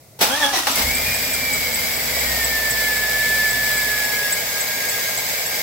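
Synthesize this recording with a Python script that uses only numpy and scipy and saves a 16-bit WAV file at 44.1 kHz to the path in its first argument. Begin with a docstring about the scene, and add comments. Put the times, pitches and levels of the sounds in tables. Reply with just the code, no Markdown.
"""A V8 starts and settles to idle in a garage, heard by two microphones just above the open engine bay.
Firings throb and boom at four a shaft turn under clattering noise; the speed flares, then sinks.
The belt drive hisses as filtered grains, squeals as a tone locked to the shaft and chirps once per belt lap.
Before that the starter clunks in as short noise bursts and grinds with whining gear tones for half a second.
Behind it all lies steady garage noise; the microphone rolls off the deepest bass and the top treble."""
import sys
import numpy as np
from scipy import signal
from scipy.fft import rfft, irfft, next_fast_len
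from scipy.io import wavfile

SR = 44100
rng = np.random.default_rng(int(sys.argv[2]) if len(sys.argv) > 2 else 0)


def master_out(mix):
    """Clip the mix to full scale and print it as 16-bit PCM to the path in sys.argv[1]."""
    frames = np.transpose(np.atleast_2d(mix))
    ceiling = np.clip(frames, -1, 1)
    pcm = np.round(ceiling * 32767).astype(np.int16)
    wavfile.write(sys.argv[1], SR, pcm)


N = 247930
T = np.arange(N) / SR  # s
FREQS = np.maximum(np.arange(N // 2 + 1) * SR / N, 1)  # Hz

# Levels in the tables are relative: layers are trimmed again where they are mixed.
# quiet of the garage: [f/Hz, density/dB]
GARAGE_SPECTRUM = [(18, -57), (30, -44), (117, -19), (140, -22.5), (243, -36), (639, -29.5), (852, -39.5),
                   (1770, -45), (2070, -39), (2910, -48), (3980, -42.5), (15500, -43.5)]
# likeness of the two microphones: [f/Hz, correlation]
MIC_LIKENESS = [(60, .96), (130, .91), (290, 0.81), (640, 0.8), (1400, 0), (2200, 0.55), (3100, 0),
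                (6000, 0)]

# shudder of the engine on its mounts: [f/Hz, density/dB]
HEAVE_SPECTRUM = [(35, -10), (60, -2), (100, -12), (300, -50)]

# solenoid, pinion meshing, pinion thrown out, engine catching, pinion snapping home:
# [t/s, level/dB, rise/s, decay/s, treble slope/dB per octave, bass slope/dB per octave]
CLUNKS = [(0.19, -30, 0.0012, 0.021, 4, 5.5), (0.205, -10.5, 0.011, 0.039, 3, 0.5),
          (0.668, -13.5, 0.0026, 0.017, 0.5, -7.5), (.748, -20, 0.037, 0.032, 2.5, -10),
          (.754, -13.5, 0.0025, 0.0072, 10, -5)]
# steel body of the clunks: [f/Hz, density/dB]
CLUNK_SPECTRUM = [(29, -54), (50, -26), (201, -8), (268, -7), (753, -2.5), (849, 7), (957, -4),
                  (5140, -11.5), (5790, -11), (7190, -23.5), (7920, -11.5), (8510, -47), (9360, -19),
                  (15500, -20)]

# starter speed, slowed by each compression, then running down: [t/s, gear mesh f/Hz, whine level/dB]
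GEAR_MESH = [(.26, 445, -36), (.305, 508, -23), (.395, 630, -28), (.44, 566, -19.5), (.53, 554, -33),
             (.59, 655, -27.5), (.635, 640, -33), (.675, 600, -48), (.7, 425, -31), (.75, 389, -50)]
# overtones of the gear whine: [multiple of the mesh rate, level/dB]
MESH_ORDERS = [(.5, -11), (1, -7.5), (1.5, -9.5), (2, -17), (3, -1), (4, -15), (6, -13)]
# bell housing resonances that lift the passing gear tones: [f/Hz, width/Hz, level/dB]
HOUSING_MODES = [(860, 110, 7), (3280, 250, 10)]
# grind through the starter case: [f/Hz, density/dB]
GRIND_SPECTRUM = [(29, -40), (50, -9), (147, -13), (288, -14.5), (477, -17), (565, -5), (849, -3),
                  (1340, -2), (1660, -7), (2060, -10), (2380, -4), (5790, -5), (7020, -10), (12200, -11),
                  (15500, -14)]
# ringing above the grind: [f/Hz, width/Hz, level/dB]
GRIND_MODES = [(275, 25, 14.5), (814, 52, -1), (5730, 210, 2.5)]
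# pinion rasping as the first firings overrun it: [t/s, hold/s, level/dB]
RASPS = [(.525, .035, -20.5), (0.576, 0.018, -35), (0.627, 0.035, -38)]
# ringing of the rasp: [f/Hz, width/Hz, level/dB]
RASP_MODES = [(360, 70, 14), (770, 220, 21), (1960, 130, 20), (2330, 200, 9), (3830, 550, 15),
              (5800, 800, 19)]

# belt hiss: [f/Hz, density/dB]
HISS_SPECTRUM = [(300, -23), (1300, -5), (1750, 6), (2250, 1), (2700, -0.5), (4000, 2), (5400, -1.5),
                 (6200, -1.5), (7900, -1), (9200, -6), (10400, -4), (12000, 1.5), (15500, 1.5)]
# brackets and pulleys ringing above the hiss: [f/Hz, width/Hz, level/dB]
BAY_MODES = [(2122, 59, 8), (2269, 138, 9.5), (3330, 97, 3.5), (4906, 194, 7), (5420, 180, 8),
             (7300, 43, 2), (7830, 310, 6), (13400, 200, 3.5)]
# belt slip, a short bout in the flare and a long one after it: [t/s, squeal level/dB]
SLIP = [(.88, -26.5), (1.02, -32), (1.36, -32), (1.48, -26), (1.73, -31.5), (1.82, -45), (2.05, -47),
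        (2.22, -34.5), (2.5, -25.5), (3.35, -21.3), (3.7, -22.5), (4.05, -26.3), (4.3, -25.8), (4.46, -39),
        (4.8, -33), (5.35, -44.5)]
# chirp strength on successive belt laps: [level/dB]
CHIRP_LEVELS = [-18, -12, -14, -12.5, -12, -12, -19, -17, -11, -11, -20, -37, -17, -17, -17, -8.5, -11.5,
                -13, -15, -19]

# engine speed, flaring and settling, as the pitch of the locked squeal: [t/s, f/Hz]
SPEED = [(.7, 1490), (.87, 2159), (.95, 2320), (1.05, 2425), (1.28, 2410), (1.58, 2258), (1.76, 2140),
         (2.12, 1975), (2.42, 1810), (2.6, 1759), (2.78, 1753), (2.95, 1722), (3.25, 1739), (3.65, 1732),
         (4.0, 1695), (4.48, 1633), (4.85, 1636), (5.35, 1610)]
# engine effort, heard as the throb of the firings: [t/s, level/dB]
THROB = [(0.74, -45), (0.85, -29), (0.9, -33), (0.93, -41), (1.09, -38), (1.16, -44), (1.98, -45),
         (2.3, -35), (2.62, -41), (3.89, -43), (4.61, -56), (5.6, -55)]
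# low tones of engine and pulleys: [cycles per shaft turn, level/dB]
SHAFT_ORDERS = [(8, -8), (9, -8), (12, -14), (13.05, -6), (17, -14), (18, -14)]
# noise of the boom: [f/Hz, density/dB]
BOOM_SPECTRUM = [(25, -23), (60, -13), (95, -8), (130, 1), (160, -7.5), (215, -2), (265, 3), (320, -17),
                 (500, -38), (1000, -52)]
# noise of the clatter: [f/Hz, density/dB]
CLATTER_SPECTRUM = [(100, -16), (330, -12.5), (470, -4), (650, 2.5), (850, -4), (1050, -5), (1400, -19.5),
                    (2000, -23)]
# block covers ringing above the clatter: [f/Hz, width/Hz, level/dB]
BLOCK_MODES = [(413, 80, 5), (490, 19, 7), (843, 9, 9), (1253, 37, 15.5)]
# how a layer follows the engine:
# [idle level/dB, dB per dB of throb, dB per octave of speed, extra level/dB as the engine catches]
BOOM_LAW = (-42, 0.3, 6.5, 11)
CLATTER_LAW = (-35, 0.1062, -1.5, 2)
HISS_LAW = (-28.5, 0.113, -0.8, 4.5)

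GARAGE_DB, HEAVE_DB = -47, -45
GARAGE_T60_S, GARAGE_WET_DB = .45, -15
BAY_T60_S, BAY_WET_DB = .035, -9
SQUEAL_ORDER = 118  # squeal cycles per shaft turn
IDLE_HZ, IDLE_THROB_DB = 1730, -42  # squeal pitch and throb level at idle
CATCH_S, CATCH_LENGTH_S = 0.77, 0.029
# the gears grind in surges, one for each compression, which deepen as the crank gets going
GRIND_DB, SURGE_DB, SURGE_S, SURGE_PERIOD_S = -22, 2.5, 0.445, 0.132
SURGE_FROM_S, SURGE_GROW_S = .36, .1
RASP_RISE_S, RASP_DECAY_S = 0.013, 0.016
# a glazed patch crosses a pulley once a lap; a lap lasts a set number of squeal cycles
FIRST_LAP_S, LAP_CYCLES = .712, 463.5
CHIRP_HZ, CHIRP_SPEED_POWER = 7820, .1  # pitch at idle; it rises a little with speed
# the squeal falters just after the patch: depth for a chirp of 0 dB in the table
FALTER_DB, FALTER_DELAY_S, FALTER_LENGTH_S = -12, 0.049, 0.029
MIC_TOP_HZ, MIC_BASS_HZ = 15750, 46


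def undb(db):
    """Decibels to gain."""
    return 10 ** (np.asarray(db) / 20)


def unit(x):
    """Scale to rms 1."""
    return x / np.sqrt(np.mean(x ** 2))


def curves(table):
    """Each column of a time table, sample by sample."""
    s, *columns = np.transpose(table)
    return [np.interp(T, s, column) for column in columns]


def ramp(start, length):
    """A straight rise from 0 to 1."""
    return np.clip((T - start) / length, 0, 1)


def bump(centre, length):
    """A smooth swell to 1 and back."""
    return np.exp(-((T - centre) / length) ** 2)


def envelope(start, rise, hold, decay):
    """Straight attack, hold, exponential release."""
    released = np.maximum(T - start - rise - hold, 0)
    return ramp(start, rise) * np.exp(-released / decay)


def over_hz(points):
    """Join (Hz, value) points on a log-frequency axis."""
    hz, value = np.transpose(points)
    return np.interp(np.log(FREQS), np.log(hz), value)


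def colour(x, points, modes=()):
    """Filter by a broad spectrum with resonances standing on it; rms 1."""
    resonances = sum(peak / (1 + (2 * (FREQS - f) / width) ** 2) for f, width, peak in modes)
    return unit(irfft(rfft(x) * undb(over_hz(points) + resonances), N))


def noise():
    """Noise at two microphones, most alike in the bass; rms 1."""
    alike = np.clip(over_hz(MIC_LIKENESS), -1, 1)
    mid, side = rfft(rng.standard_normal((2, N))) * np.sqrt([1 + alike, 1 - alike])
    return unit(irfft(np.array([mid + side, mid - side]), N))


def walk(hz):
    """Smooth chance wandering, mostly slower than hz; spread 1."""
    size = next_fast_len(N)
    freqs = np.arange(size // 2 + 1) * SR / size
    slow = rfft(rng.standard_normal(size)) / (1 + (freqs / hz) ** 4)
    return unit(irfft(slow, size)[:N])


def turns(hz):
    """Cycles completed at a changing rate."""
    return np.cumsum(hz) / SR


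def tone(cycles):
    """A sine of rms 1 with a chance starting phase."""
    return np.sqrt(2) * np.sin(2 * np.pi * (cycles + rng.random()))


def echoes(x, wet_db, t60):
    """Direct sound plus dense decaying reflections, different at each microphone."""
    t = T[:SR // 2]
    tail = rng.standard_normal((2, len(t))) * np.exp(-np.log(1000) * t / t60)
    tail /= np.sqrt(np.sum(tail ** 2, axis=1, keepdims=True))
    return x + undb(wet_db) * signal.fftconvolve(np.atleast_2d(x), tail, axes=1)[:, :N]


def garage():
    """The quiet of the garage is steady noise, heaviest in the low tones."""
    return undb(GARAGE_DB) * colour(noise(), GARAGE_SPECTRUM)


def heave():
    """A dull shudder on the mounts as the starter takes up the weight of the crank."""
    return undb(HEAVE_DB) * envelope(.22, .03, .02, 0.2) * colour(noise(), HEAVE_SPECTRUM)


def clunks():
    """Each blow of solenoid, pinion or engine is a short rattle of steel that dies in the housing."""
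    out = 0
    for start, db, rise, decay, treble_db, bass_db in CLUNKS:
        body = []
        for hz, density in CLUNK_SPECTRUM:
            slope = treble_db if hz > 1000 else bass_db
            body.append((hz, density + slope * abs(np.log2(hz / 1000))))
        rattle = colour(noise() * undb(0.59 * walk(360)), body)
        out = out + undb(db) * envelope(start, rise, rise, decay) * rattle
    return out


def gear_whine(mesh, whine_db):
    """Meshing teeth sound multiples of their rate, lifted by the bell housing."""
    # backlash shakes the timing of the teeth, which smears the high overtones most
    teeth = sum(undb(db + 3 * walk(60)) * tone(k * (mesh + .02 * walk(200))) for k, db in MESH_ORDERS)
    whine = colour(teeth, [(100, 0), (10000, 0)], HOUSING_MODES) * undb(whine_db - 3.5)
    return echoes(whine, wet_db=4, t60=0.052)


def gear_grind(mesh):
    """Teeth scrape the flywheel: noise pulsing at the mesh rate and surging with each compression."""
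    surge = np.cos(2 * np.pi * (T - SURGE_S) / SURGE_PERIOD_S)
    grind_db = GRIND_DB + SURGE_DB * ramp(SURGE_FROM_S, SURGE_GROW_S) * surge
    scrape = noise() * (1 + 0.16 * tone(mesh)) * undb(1.16 * walk(180))
    return undb(grind_db) * colour(scrape, GRIND_SPECTRUM, GRIND_MODES)


def pinion_rasp():
    """The pinion rasps in rough resonant noise as the first firings overrun it."""
    overrun = sum(undb(db) * envelope(start, RASP_RISE_S, hold, RASP_DECAY_S) for start, hold, db in RASPS)
    spectrum = [(100, -9), (500, 3.5), (6500, -3), (12000, -10)]  # f/Hz, density/dB
    return overrun * colour(noise() * undb(2 * walk(150)), spectrum, RASP_MODES)


def starter():
    """Gear teeth whine through the housing, grind against the flywheel and rasp when overrun."""
    mesh_hz, whine_db = curves(GEAR_MESH)
    mesh = turns(mesh_hz * (1 + .018 * walk(250)))
    engaged = ramp(0.187, 0.053) * (1 - ramp(0.773, 0.072))
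    return engaged * (gear_whine(mesh, whine_db) + gear_grind(mesh) + pinion_rasp())


def laps(squeal_hz):
    """Belt travel gives each passage of the glazed patch: (s, table level dB, chirp pitch Hz)."""
    travel = turns(squeal_hz)
    marks = np.interp(FIRST_LAP_S, T, travel) + LAP_CYCLES * np.arange(len(CHIRP_LEVELS))
    times = np.interp(marks, travel, T)
    speed = np.interp(times, T, squeal_hz) / IDLE_HZ
    return list(zip(times, CHIRP_LEVELS, CHIRP_HZ * speed ** CHIRP_SPEED_POWER))


def chirps(passages, rise=0.006, width_hz=260, gain_db=-6):
    """The glazed patch slips for a few hundredths of a second and rings a narrow high band."""
    ringing = 0
    for start, db, hz in passages:
        age = np.maximum(T - start, 0) / rise
        swell = age * np.exp(1 - age)
        ringing = ringing + undb(db + gain_db) * swell * np.exp(2j * np.pi * hz * T)
    # chance level and phase, separate at each microphone, spread the tone into a band
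    slip = np.array([undb(2.5 * walk(width_hz)) * np.exp(1.4j * walk(width_hz)) for _ in range(2)])
    return np.real(ringing * slip)


def slipping(passages, flutter_db=3.5, steady_db=-22, span_db=14):
    """Level of the squeal: it falters after each chirp and flutters when the slip is weak."""
    slip_db, = curves(SLIP)
    falter = sum(undb(db) * bump(start + FALTER_DELAY_S, FALTER_LENGTH_S) for start, db, _ in passages)
    weak = np.clip((steady_db - slip_db) / span_db, 0, 1)
    return slip_db + FALTER_DB * falter + flutter_db * weak * walk(16)


def squeal(hz, db):
    """A nearly pure tone locked to belt speed, trembling with the uneven pull of the shaft."""
    cycles = turns(hz * (1 + .003 * walk(45)))
    onset = ramp(.855, .012)
    voice = tone(cycles) + undb(-26) * tone(2 * cycles)
    voice = voice * undb(db + .2 + 1.3 * walk(40)) * onset
    # a rough fourth harmonic whistles once the falling speed brings it onto a pulley's resonance
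    harmonic, pulley_hz, pulley_width_hz = 4, 6500, 130
    tuning = 1 / np.hypot(1, 2 * (harmonic * hz - pulley_hz) / pulley_width_hz)
    rough = np.array([tone(harmonic * cycles + 0.27 * walk(35)) for _ in range(2)])
    whistle = undb(-35.5) * tuning * rough
    pan_db = -2.0  # left over right
    pan = undb(np.array([[pan_db], [-pan_db]]) / 2)
    return echoes(voice, GARAGE_WET_DB, GARAGE_T60_S) * pan + whistle * onset


def hiss(shaft, hiss_db):
    """The belt scrapes over its pulleys in fine grains, the valves tick; the bay reflects it all."""
    valve = np.abs(8 * shaft + .2 * walk(60))  # eight ticks a shaft turn, unevenly timed
    sizes = undb(2.5 * rng.standard_normal(int(valve.max()) + 1))
    ticks = 0.91 * sizes[valve.astype(int)] * np.exp(-(valve % 1) / 0.4)
    scrape = undb(0.73 * walk(920) + .5 * walk(10))
    grains = echoes(noise() * np.hypot(scrape, ticks), BAY_WET_DB, BAY_T60_S)
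    steady = colour(grains, HISS_SPECTRUM, BAY_MODES)
    # the hiss shimmers: neighbouring bands trade level back and forth
    rippled = irfft(rfft(steady) * np.cos(2 * np.pi * FREQS / 900), N)
    return undb(hiss_db + 8.5) * (steady + 0.22 * walk(22) * rippled)


def belt(squeal_hz, shaft, hiss_db):
    """The belt hisses as it speeds up, squeals as it slips and chirps on each lap."""
    passages = laps(squeal_hz)
    speeding_up = ramp(0.695, 0.14)
    whole_hiss = speeding_up * hiss(shaft, hiss_db)
    return whole_hiss + squeal(squeal_hz, slipping(passages)) + chirps(passages)


def follow(law, throb_db, squeal_hz):
    """Level of a layer from the engine's effort and speed, with a burst as it catches."""
    idle_db, per_throb, octave_db, catch_db = law
    effort_db = per_throb * (throb_db - IDLE_THROB_DB)
    speed_db = octave_db * np.log2(squeal_hz / IDLE_HZ)
    return idle_db + effort_db + speed_db + catch_db * bump(CATCH_S, CATCH_LENGTH_S)


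def firing_throb(firing, shaft):
    """Four firings a turn throb; uneven firing adds a slower lope."""
    lope = 2.5 * shaft
    lope_db = -2 - 14 * ramp(1.7, .6)  # dies down as the engine settles from its flare
    even = tone(firing + 0.048 * walk(21)) * undb(1.2 * walk(14))
    return even + undb(lope_db + 2 * walk(5)) * tone(lope + 0.15 * walk(12))


def engine_boom(shaft):
    """Low noise booms together with wavering tones locked to the shaft."""
    tones = sum(undb(db + 2 * walk(1.4)) * tone(k * shaft + 0.043 * walk(5.7)) for k, db in SHAFT_ORDERS)
    rumble = colour(noise() * undb(2.0 * walk(38)), BOOM_SPECTRUM)
    return undb(-1.5) * rumble + undb(-3.0) * tones


def block_clatter(firing):
    """Noise pumped by the firings rings the block covers."""
    pumped = noise() * (1 + 0.046 * tone(firing)) * undb(1.26 * walk(48))
    left, right = colour(pumped, CLATTER_SPECTRUM, BLOCK_MODES)
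    # the clatter comes from the right and reaches the left microphone a little later
    lag_s = .00016
    return np.array([np.interp(T - lag_s, T, left), right])


def engine(shaft, throb_db, boom_db, clatter_db):
    """The firing block throbs, booms and clatters, fading in as it catches."""
    firing = 4 * shaft
    throb = undb(throb_db) * firing_throb(firing, shaft)
    boom = undb(boom_db) * engine_boom(shaft)
    clatter = undb(clatter_db + 2.5) * block_clatter(firing)
    return ramp(0.74, 0.053) * (throb + boom + clatter)


def scene():
    """Starter, then the engine with its belt, over the quiet of the garage."""
    squeal_hz, = curves(SPEED)
    throb_db, = curves(THROB)
    boom_db, clatter_db, hiss_db = (
        follow(law, throb_db, squeal_hz) for law in (BOOM_LAW, CLATTER_LAW, HISS_LAW))
    shaft = turns(squeal_hz / SQUEAL_ORDER)
    background = garage() + heave()
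    starting = clunks() + starter()
    running = belt(squeal_hz, shaft, hiss_db) + engine(shaft, throb_db, boom_db, clatter_db)
    return background + starting + running


def record(dry):
    """The microphone cuts the deepest bass and the top."""
    bass_cut = signal.butter(4, MIC_BASS_HZ, "highpass", fs=SR, output="sos")
    top_cut = signal.ellip(10, .2, 80, MIC_TOP_HZ, fs=SR, output="sos")
    return signal.sosfilt(top_cut, signal.sosfilt(bass_cut, dry))


dry = scene()
out = record(dry)
master_out(out)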